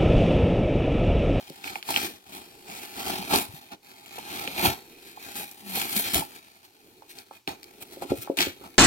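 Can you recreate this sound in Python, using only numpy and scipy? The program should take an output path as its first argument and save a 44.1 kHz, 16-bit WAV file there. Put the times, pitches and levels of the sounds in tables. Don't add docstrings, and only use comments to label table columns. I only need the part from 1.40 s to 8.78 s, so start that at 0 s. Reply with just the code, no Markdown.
import sys
import numpy as np
from scipy import signal
from scipy.fft import rfft, irfft
from scipy.io import wavfile

SR = 44100
rng = np.random.default_rng(int(sys.argv[2]) if len(sys.argv) > 2 else 0)


def unload_audio(sound):
    columns = np.transpose(np.atleast_2d(sound))
    steps = np.round(np.clip(columns, -1, 1) * 32767)
    wavfile.write(sys.argv[1], SR, steps.astype(np.int16))


N = 325458
TIME = np.arange(N) / SR

# (time at full speed [s], length [s], crackle [dB], build-up [s], panel [dB], fizz [dB])
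TEAR_RUNS = [(.49, 0.023, -34, .035, -4.5, -3.5), (0.572, 0.081, -32.5, .07, -2.5, -4),
             (1.595, 0.0038, -39, 0.09, 0.5, -4), (1.676, 0.027, -37.5, 0.087, 3.5, -3),
             (1.728, .16, -38.5, 0.096, 0, -5), (1.911, 0.027, -33.5, 0.034, 3.5, -3),
             (1.935, 0.022, -25, 0.013, 1.5, -6.5), (1.97, 0.018, -37.5, .03, -16, 5.5),
             (3.183, 0.13, -33.5, 0.048, -1.5, -5), (3.249, 0.015, -29, 0.068, 4.5, -1.5),
             (3.96, 0.051, -39, 0.015, -2.5, 0), (4.36, 0.091, -33, 0.048, -1.5, -1.5),
             (4.566, 0.03, -32, 0.025, -4, 4.5), (4.662, 0.023, -33, 0.07, -5.5, -3.5),
             (4.737, .003, -33.5, 0.01, -0.5, 2.5), (4.755, 0.015, -30, .006, 2, 0.5),
             (6.077, 0.0051, -39.5, 0.0029, 4.5, -8.5), (6.973, 0.02, -31.5, 0.0025, -4, -8),
             (7.005, 0.016, -26.5, 0.021, -6.5, -8.5)]
# (middle [s], length [s], crackle [dB], panel [dB], fizz [dB])
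RUSTLES = [(.287, 0.11, -41, -2.5, -8), (0.371, 0.047, -47.5, -2, -5), (0.963, 0.16, -50, 2, -3.5),
           (1.309, .08, -46.5, 1.5, -7), (1.42, .22, -46, -1.5, -3.5), (2.15, 0.066, -53, 0, -1),
           (2.331, 0.043, -49, 5, -11), (2.498, 0.1, -56.5, 1, -2.5), (2.792, 0.22, -48, -0.5, -6),
           (2.978, 0.23, -41, 0.5, -4.5), (3.092, 0.27, -44, -2.5, -6.5), (3.68, 0.17, -53.5, -7, -3.5),
           (3.881, 0.15, -45.5, -3.5, -4), (4.1, 0.24, -56.5, -1, 2), (4.3, 0.069, -43.5, -2.5, 0),
           (4.54, 0.11, -38, -3.5, 1.5), (4.712, .045, -38.5, -9, -2), (4.958, 0.074, -51.5, -5, -3.5),
           (5.249, 0.028, -54.5, -3.5, -3), (5.71, 0.037, -50.5, -16, -1.5),
           (5.786, 0.077, -52.5, -2.5, -2.5), (5.948, 0.089, -58, 0.5, -4.5),
           (6.424, 0.028, -47.5, -1.5, 1), (6.532, 0.034, -49.5, 1.5, -2), (6.63, 0.037, -47, 10.5, -4),
           (6.71, 0.037, -45.5, 7, -8), (6.78, 0.051, -55, -11, 5), (6.826, 0.031, -45, -19, 5),
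           (7.252, 0.062, -52.5, 9, -7)]
# (time [s], crackle [dB])
GRIP = [(0, -53), (.41, -59), (.76, -54), (.82, -68), (.9, -55.5), (1.22, -58.5), (2.3, -56.5),
        (2.395, -79), (2.48, -58.5), (5.1, -60), (5.33, -67), (5.88, -66), (6.05, -89), (6.15, -64.5),
        (6.85, -52.5), (6.95, -69), (7.1, -59.5), (7.38, -62.5)]
# (left-port lead [ms], level [dB])
SPOTS = [(.43, 2), (.57, -7), (1.18, -3.5)]
# (time [s], lead change [ms])
TRAVEL = [(0, -0.049), (2.5, -0.028), (4.7, -0.083), (5.7, -0.04), (7.38, 0.023)]
# (frequency [Hz], gain [dB])
CRACKLE_SPECTRUM = [(700, -16), (1400, -5), (1800, 2.5), (2300, -1), (3000, 0.5), (4200, 3.5), (5200, -2),
                    (7000, -6.5), (12000, -41)]
# (frequency [Hz], gain [dB])
FIZZ_SPECTRUM = [(3500, -29.5), (6500, -7.5), (8500, 4), (10000, 2), (11500, 6.5), (16000, -1)]
# (frequency [Hz], gain [dB])
PANEL_SPECTRUM = [(20, -53), (70, 0), (130, -5), (210, 2.5), (350, -3), (500, -6), (760, -1.5),
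                  (1050, -6.5), (1300, -4.5), (1600, -17), (2300, -67.5)]
# (time [s], level [dB], nominal pitch [Hz], fizz [dB])
SNAPS = [(.099, -27.5, 4200, -7.5), (.2425, -23.5, 2300, -16), (0.2777, -23, 2150, -28),
         (.3563, -18.5, 2060, -18), (0.4273, -21.5, 2880, -21), (.506, -21.5, 4000, 1),
         (0.542, -15.5, 2500, -21), (.562, -3.5, 2550, -35), (.574, -9, 2450, -32),
         (1.9315, -18, 1240, -14), (1.9588, -5.5, 3720, -9.5), (2.66, -34, 2500, -6),
         (2.786, -31, 2500, -3.5), (3.0759, -17, 2500, -30), (3.1798, -20, 2500, -21),
         (3.956, -27, 2980, -14), (4.113, -38.5, 4000, 5.5), (4.416, -17.5, 2620, -2),
         (4.565, -9, 3770, -11), (4.7447, -5.5, 3330, -4), (4.759, -23, 3680, 0), (5.787, -27, 4160, -12),
         (6.0757, -15, 2550, -27), (6.231, -28.5, 3900, -10), (6.242, -30, 3900, -9),
         (6.622, -32.5, 1560, -2), (6.7016, -37, 2470, 1.5), (6.971, -20.5, 3050, -5),
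         (6.988, -5.5, 2800, -14), (7.007, -5, 3970, -30), (7.017, -7.5, 3300, -13), (7.027, -8, 3360, -19)]
# (time [s], level [dB])
POPS = [(.356, -31.5), (.488, -26), (.503, -26.5), (1.907, -23.5), (2.781, -31), (3.2, -28), (3.252, -18),
        (3.773, -37.5), (4.82, -28.5)]
# (time [s], level [dB], blow pitch [Hz])
KNOCKS = [(.103, -30.5, 333), (1.934, -13.5, 755), (2.325, -37, 506), (3.078, -27.5, 393),
          (3.258, -22, 345), (5.621, -37, 820), (5.91, -30, 780), (6.408, -41, 500), (6.571, -31, 417),
          (6.622, -20, 567), (6.651, -29, 305), (6.706, -21, 216), (6.719, -8.5, 373), (6.874, -25, 865),
          (6.899, -11, 392), (7.069, -19.5, 334), (7.211, -36, 360)]
# (frequency [Hz], relative gain [dB], t60 [s])
BOX_MODES = [(283.6, 7, 0.22), (363, 8.5, 0.066), (567, -10.5, 0.23), (667, 4.5, 0.024), (801.5, 1, 0.044),
             (916, -39, 0.048), (1330, 9.5, 0.21), (2473, 10, 0.052), (2600, -6, 0.18), (3190, 9, 0.038),
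             (3990, -10, 0.044), (3710, 2, 0.044), (4266, 7, 0.034), (5656, 9, 0.16)]
# (frequency [Hz], relative gain [dB], t60 [s])
TABLE_MODES = [(277.4, 4.5, 0.11), (546, 8, 0.092)]
# (time [s], level [dB], pitch [Hz])
FLEXES = [(.101, -34, 154), (1.792, -24, 190), (1.936, -28, 77.5), (1.953, -18, 274), (2.089, -31, 103),
          (2.137, -30.5, 147), (3.254, -15, 158), (3.275, -14.5, 91), (3.294, -21.5, 132),
          (4.565, -21, 206), (4.755, -19, 75.6), (4.789, -20, 162), (6.0766, -25.5, 300), (6.08, -36, 85),
          (6.703, -21.5, 110), (6.722, -29, 71), (6.783, -28.5, 117), (6.989, -20, 302),
          (7.009, -23.5, 352), (7.072, -29, 92.5)]
# (time [s], level [dB])
GLOVE_SLIDE = [(0, -90), (.7, -48), (.85, -64.5), (1.15, -50.5), (2.2, -74), (2.4, -61.5), (2.6, -71),
               (3.5, -50.5), (4.1, -65), (4.96, -53.5), (5.05, -78), (5.33, -65), (5.43, -56), (5.78, -57),
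               (6.03, -74), (6.15, -59), (6.4, -51.5), (7.38, -52.5)]
# (frequency [Hz], gain [dB])
GLOVE_SPECTRUM = [(60, -13), (200, -7.5), (300, -0.5), (370, -0.5), (520, -9.5), (900, -26), (2000, -25)]
# (frequency [Hz], gain [dB])
ROOM_NOISE_SPECTRUM = [(20, -77), (50, -46), (100, 4), (300, -41), (550, -19), (1500, -19), (5000, -13),
                       (16000, -25)]
# (frequency [Hz], gain [dB])
RECESS_SPECTRUM = [(80, -6.5), (200, -4), (430, 5.5), (600, -6.5), (740, 2.5), (840, 10), (1080, 1.5),
                   (1400, -2.5), (1850, -9), (2300, 9.5), (2600, 3), (2950, -1), (4400, -3), (6400, -5.5),
                   (9000, -4), (15000, 2.5)]

TOP_HZ = 16000


def tearing():
    crackle_db, panel_db, fizz_db = pull_levels_db()
    breaks_per_s = 1300 * undb(.5 * (crackle_db + 40.5))
    clumps = undb(2 * wander(260) + .12 * wander(50))
    breaks = sum(undb(db) * travelling(clumps * fibres(breaks_per_s), lead_ms) for lead_ms, db in SPOTS)
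    breaks = through(breaks, box_response(ring_db=-7.5))
    crackle = level(through(breaks, colour(CRACKLE_SPECTRUM)), .037) * undb(crackle_db)
    fizz = level(through(breaks, colour(FIZZ_SPECTRUM)), 2.1) * undb(fizz_db + .15 * wander(120))
    panel = level(through(breaks, colour(PANEL_SPECTRUM)), -2.23) * undb(panel_db + 1.13 * wander(120))
    return crackle + fizz + panel


def fibres(breaks_per_s, spread_db=.5):
    breaks = rng.random(N) < breaks_per_s / SR
    sizes = undb(spread_db * np.minimum(rng.exponential(size=N), 3.8))
    signs = rng.choice([-1, 1], N)
    rubbing = .45 * rng.standard_normal(N)
    return level(breaks * sizes * signs / np.sqrt(breaks_per_s), 0) + rubbing


def pull_levels_db():
    time_s = TIME[::32]
    grip_db = np.interp(time_s, *np.transpose(GRIP))
    power = undb(grip_db + np.c_[[0, -1, -4.5]]) ** 2
    for middle_s, length_s, db, panel_db, fizz_db in RUSTLES:
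        shape_db = swell_db(time_s - middle_s, length_s)
        power += undb(db + np.c_[[0, panel_db, fizz_db]] + shape_db) ** 2
    release_db_per_s = np.c_[[248.5, 244, 248.5]]
    for peak_s, length_s, db, build_up_s, panel_db, fizz_db in TEAR_RUNS:
        shape_db = tear_run_db(time_s - peak_s, length_s, build_up_s, release_db_per_s)
        power += undb(db + np.c_[[0, panel_db, fizz_db]] + shape_db) ** 2
    return [np.interp(TIME, time_s, 10 * np.log10(row)) for row in power]


def tear_run_db(age_s, length_s, build_up_s, release_db_per_s, sag_db_per_s=38):
    rise_db = 20 * np.minimum(age_s, 0) / build_up_s
    sag_db = sag_db_per_s * np.clip(age_s, 0, length_s)
    release_db = release_db_per_s * np.maximum(age_s - length_s, 0)
    return rise_db - sag_db - release_db


def swell_db(offset_s, length_s, edge_db=-8.5):
    return edge_db * (2 * offset_s / length_s) ** 2


def snaps():
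    track = np.zeros((2, N))
    decay = fade(t60_s=.009)
    for time_s, db, hz, fizz_db in SNAPS:
        crack_noise, fizz_noise = rng.standard_normal((2, SR // 4))[:, :len(decay)]
        crack = .22 * level(band(crack_noise, hz / 2.3, hz * 2), 0)
        fizz = level(band(fizz_noise, 5900, TOP_HZ), fizz_db)
        cycles = 1.15 * hz * TIME[:len(decay)]
        jerk = np.sin(2 * np.pi * cycles) * np.exp(-.8 * cycles)
        snap = (crack + fizz) * decay + 1.5 * band(jerk, 980, 13000)
        add(track, time_s, ports(undb(db) * snap, lead_ms=.43, scatter_db=-6))
    return track


def pops(centre_hz=815, width_hz=370):
    track = np.zeros(N)
    decay = fade(t60_s=.032)
    for time_s, db in POPS:
        noise = rng.standard_normal(SR // 4)[:len(decay)]
        burst = band(noise, centre_hz - width_hz / 2, centre_hz + width_hz / 2) * decay
        add(track, time_s, level(burst, db) * np.sqrt(np.mean(decay ** 2)))
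    return ports(track, lead_ms=.31, scatter_db=-13)


def knocks():
    track = np.zeros((2, N))
    ringing = box_response(ring_db=-3.5) + resonances(TABLE_MODES, ring_db=3.5)
    for time_s, db, hz in KNOCKS:
        swing = np.pi * hz * (TIME[:SR // 100] - .002)
        blow = (1 - 2 * swing ** 2) * np.exp(-swing ** 2)
        shudder = echoes(t60_s=.17, db=-4, low_hz=215, high_hz=6000, samples=11025)[0]
        hit = np.convolve(ringing + shudder, blow)
        add(track, time_s - .0006, ports(undb(db - 6) * hit, lead_ms=.05, scatter_db=1))
    return track


def flexes():
    track = np.zeros(N)
    for time_s, db, hz in FLEXES:
        decay = fade(t60_s=.083 * (100 / hz) ** .28)
        cycles = hz * TIME[:len(decay)]
        attack = 1 - np.exp(-2 * cycles)
        add(track, time_s, undb(db) * attack * decay * np.sin(2 * np.pi * cycles))
    return ports(track, lead_ms=.2, scatter_db=-8)


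def groan(middle_s=4.31, length_s=.13, middle_hz=190, sag_hz_per_s=220, peak_db=-37.5):
    offset_s = TIME - middle_s
    hz = middle_hz - sag_hz_per_s * np.clip(offset_s, -length_s, length_s)
    db = peak_db + swell_db(offset_s, length_s) + wander(60)
    return undb(np.maximum(db, -200)) * np.sin(2 * np.pi * np.cumsum(hz) / SR)


def gloves():
    drag = rng.standard_normal(N) * undb(2 * wander(27))
    rub = ports(through(drag, colour(GLOVE_SPECTRUM)), lead_ms=.1, scatter_db=-14)
    return level(rub, -3.5) * undb(np.interp(TIME, *np.transpose(GLOVE_SLIDE)))


def room_noise():
    noise = rng.standard_normal(N) + .5 * rng.standard_normal((2, N))
    return level(through(noise, colour(ROOM_NOISE_SPECTRUM)), -66.5)


def box_response(ring_db):
    response = resonances(BOX_MODES, ring_db)
    response[0] += 1
    return response


def resonances(modes, ring_db, samples=11025):
    response = np.zeros(samples)
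    for hz, db, t60_s in modes:
        decay = np.exp(-np.log(1000) * TIME[:samples] / t60_s)
        response += undb(db + ring_db) * 2 * decay / decay.sum() * np.cos(2 * np.pi * hz * TIME[:samples])
    return response


def travelling(x, lead_ms, jitter_ms=.041, samples=12000):
    track, hop = np.zeros((2, N)), samples // 2
    window = signal.windows.hann(samples, sym=False)
    padded = np.pad(x, (hop, samples))
    for start in range(0, N + hop, hop):
        drift_ms = np.interp(start / SR, *np.transpose(TRAVEL))
        moved_ms = abs(lead_ms + drift_ms + jitter_ms * rng.standard_normal())
        piece = ports(padded[start:start + samples] * window, moved_ms, scatter_db=-2.5)
        add(track, max(start - hop, 0) / SR, piece[:, max(hop - start, 0):])
    return track


def ports(x, lead_ms, scatter_db):
    response = echoes(t60_s=.03, db=scatter_db, low_hz=900, high_hz=18000, samples=2048)
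    response[0, 0] += 1
    response[1, int(lead_ms * SR / 1000)] += 1
    return through(x, response)


def echoes(t60_s, db, low_hz, high_hz, samples):
    decay = np.exp(-np.log(1000) * TIME[:samples] / t60_s)
    tail = band(rng.standard_normal((2, samples)), low_hz, high_hz) * decay
    return tail * undb(db) / np.sqrt(np.sum(decay ** 2))


def colour(spectrum, samples=2048):
    hz, db = np.transpose(spectrum)
    grid_hz = np.maximum(np.arange(samples // 2 + 1) * SR / samples, 1)
    gain = undb(np.interp(np.log(grid_hz), np.log(hz), db))
    cepstrum = irfft(np.log(gain))
    cepstrum[1:samples // 2] *= 2
    cepstrum[samples // 2 + 1:] = 0
    return irfft(np.exp(rfft(cepstrum)))


def through(x, response):
    return signal.oaconvolve(np.atleast_2d(x), np.atleast_2d(response), axes=1)[:, :N]


def band(x, low_hz, high_hz):
    return signal.sosfilt(signal.butter(2, [low_hz, high_hz], "band", fs=SR, output="sos"), x)


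def fade(t60_s):
    return np.exp(-np.log(1000) * TIME[:int(t60_s * SR)] / t60_s)


def wander(rate_hz):
    knots_s = np.arange(0, TIME[-1] + 1, 1 / rate_hz)
    return np.interp(TIME, knots_s, rng.standard_normal(N)[:len(knots_s)])


def add(track, time_s, sound):
    start = int(round(time_s * SR))
    track[..., start:start + sound.shape[-1]] += sound[..., :N - start]


def level(x, rms_db):
    return x * undb(rms_db) / np.sqrt(np.mean(np.atleast_2d(x).mean(axis=0) ** 2))


def undb(db):
    return 10 ** (np.asarray(db) / 20)


def scene():
    box = tearing() + snaps() + pops() + knocks() + flexes() + groan() + gloves()
    reflections = through(box, echoes(t60_s=.33, db=-17.5, low_hz=118, high_hz=6140, samples=22050))
    return box + reflections + room_noise()


def record(dry):
    heard = np.vstack([dry[0], through(dry[1], colour(RECESS_SPECTRUM))])
    low_pass = signal.ellip(10, .2, 70, TOP_HZ, fs=SR, output="sos")
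    return signal.sosfilt(low_pass, np.clip(heard, -1, 1))


dry = scene()
out = record(dry)
unload_audio(out)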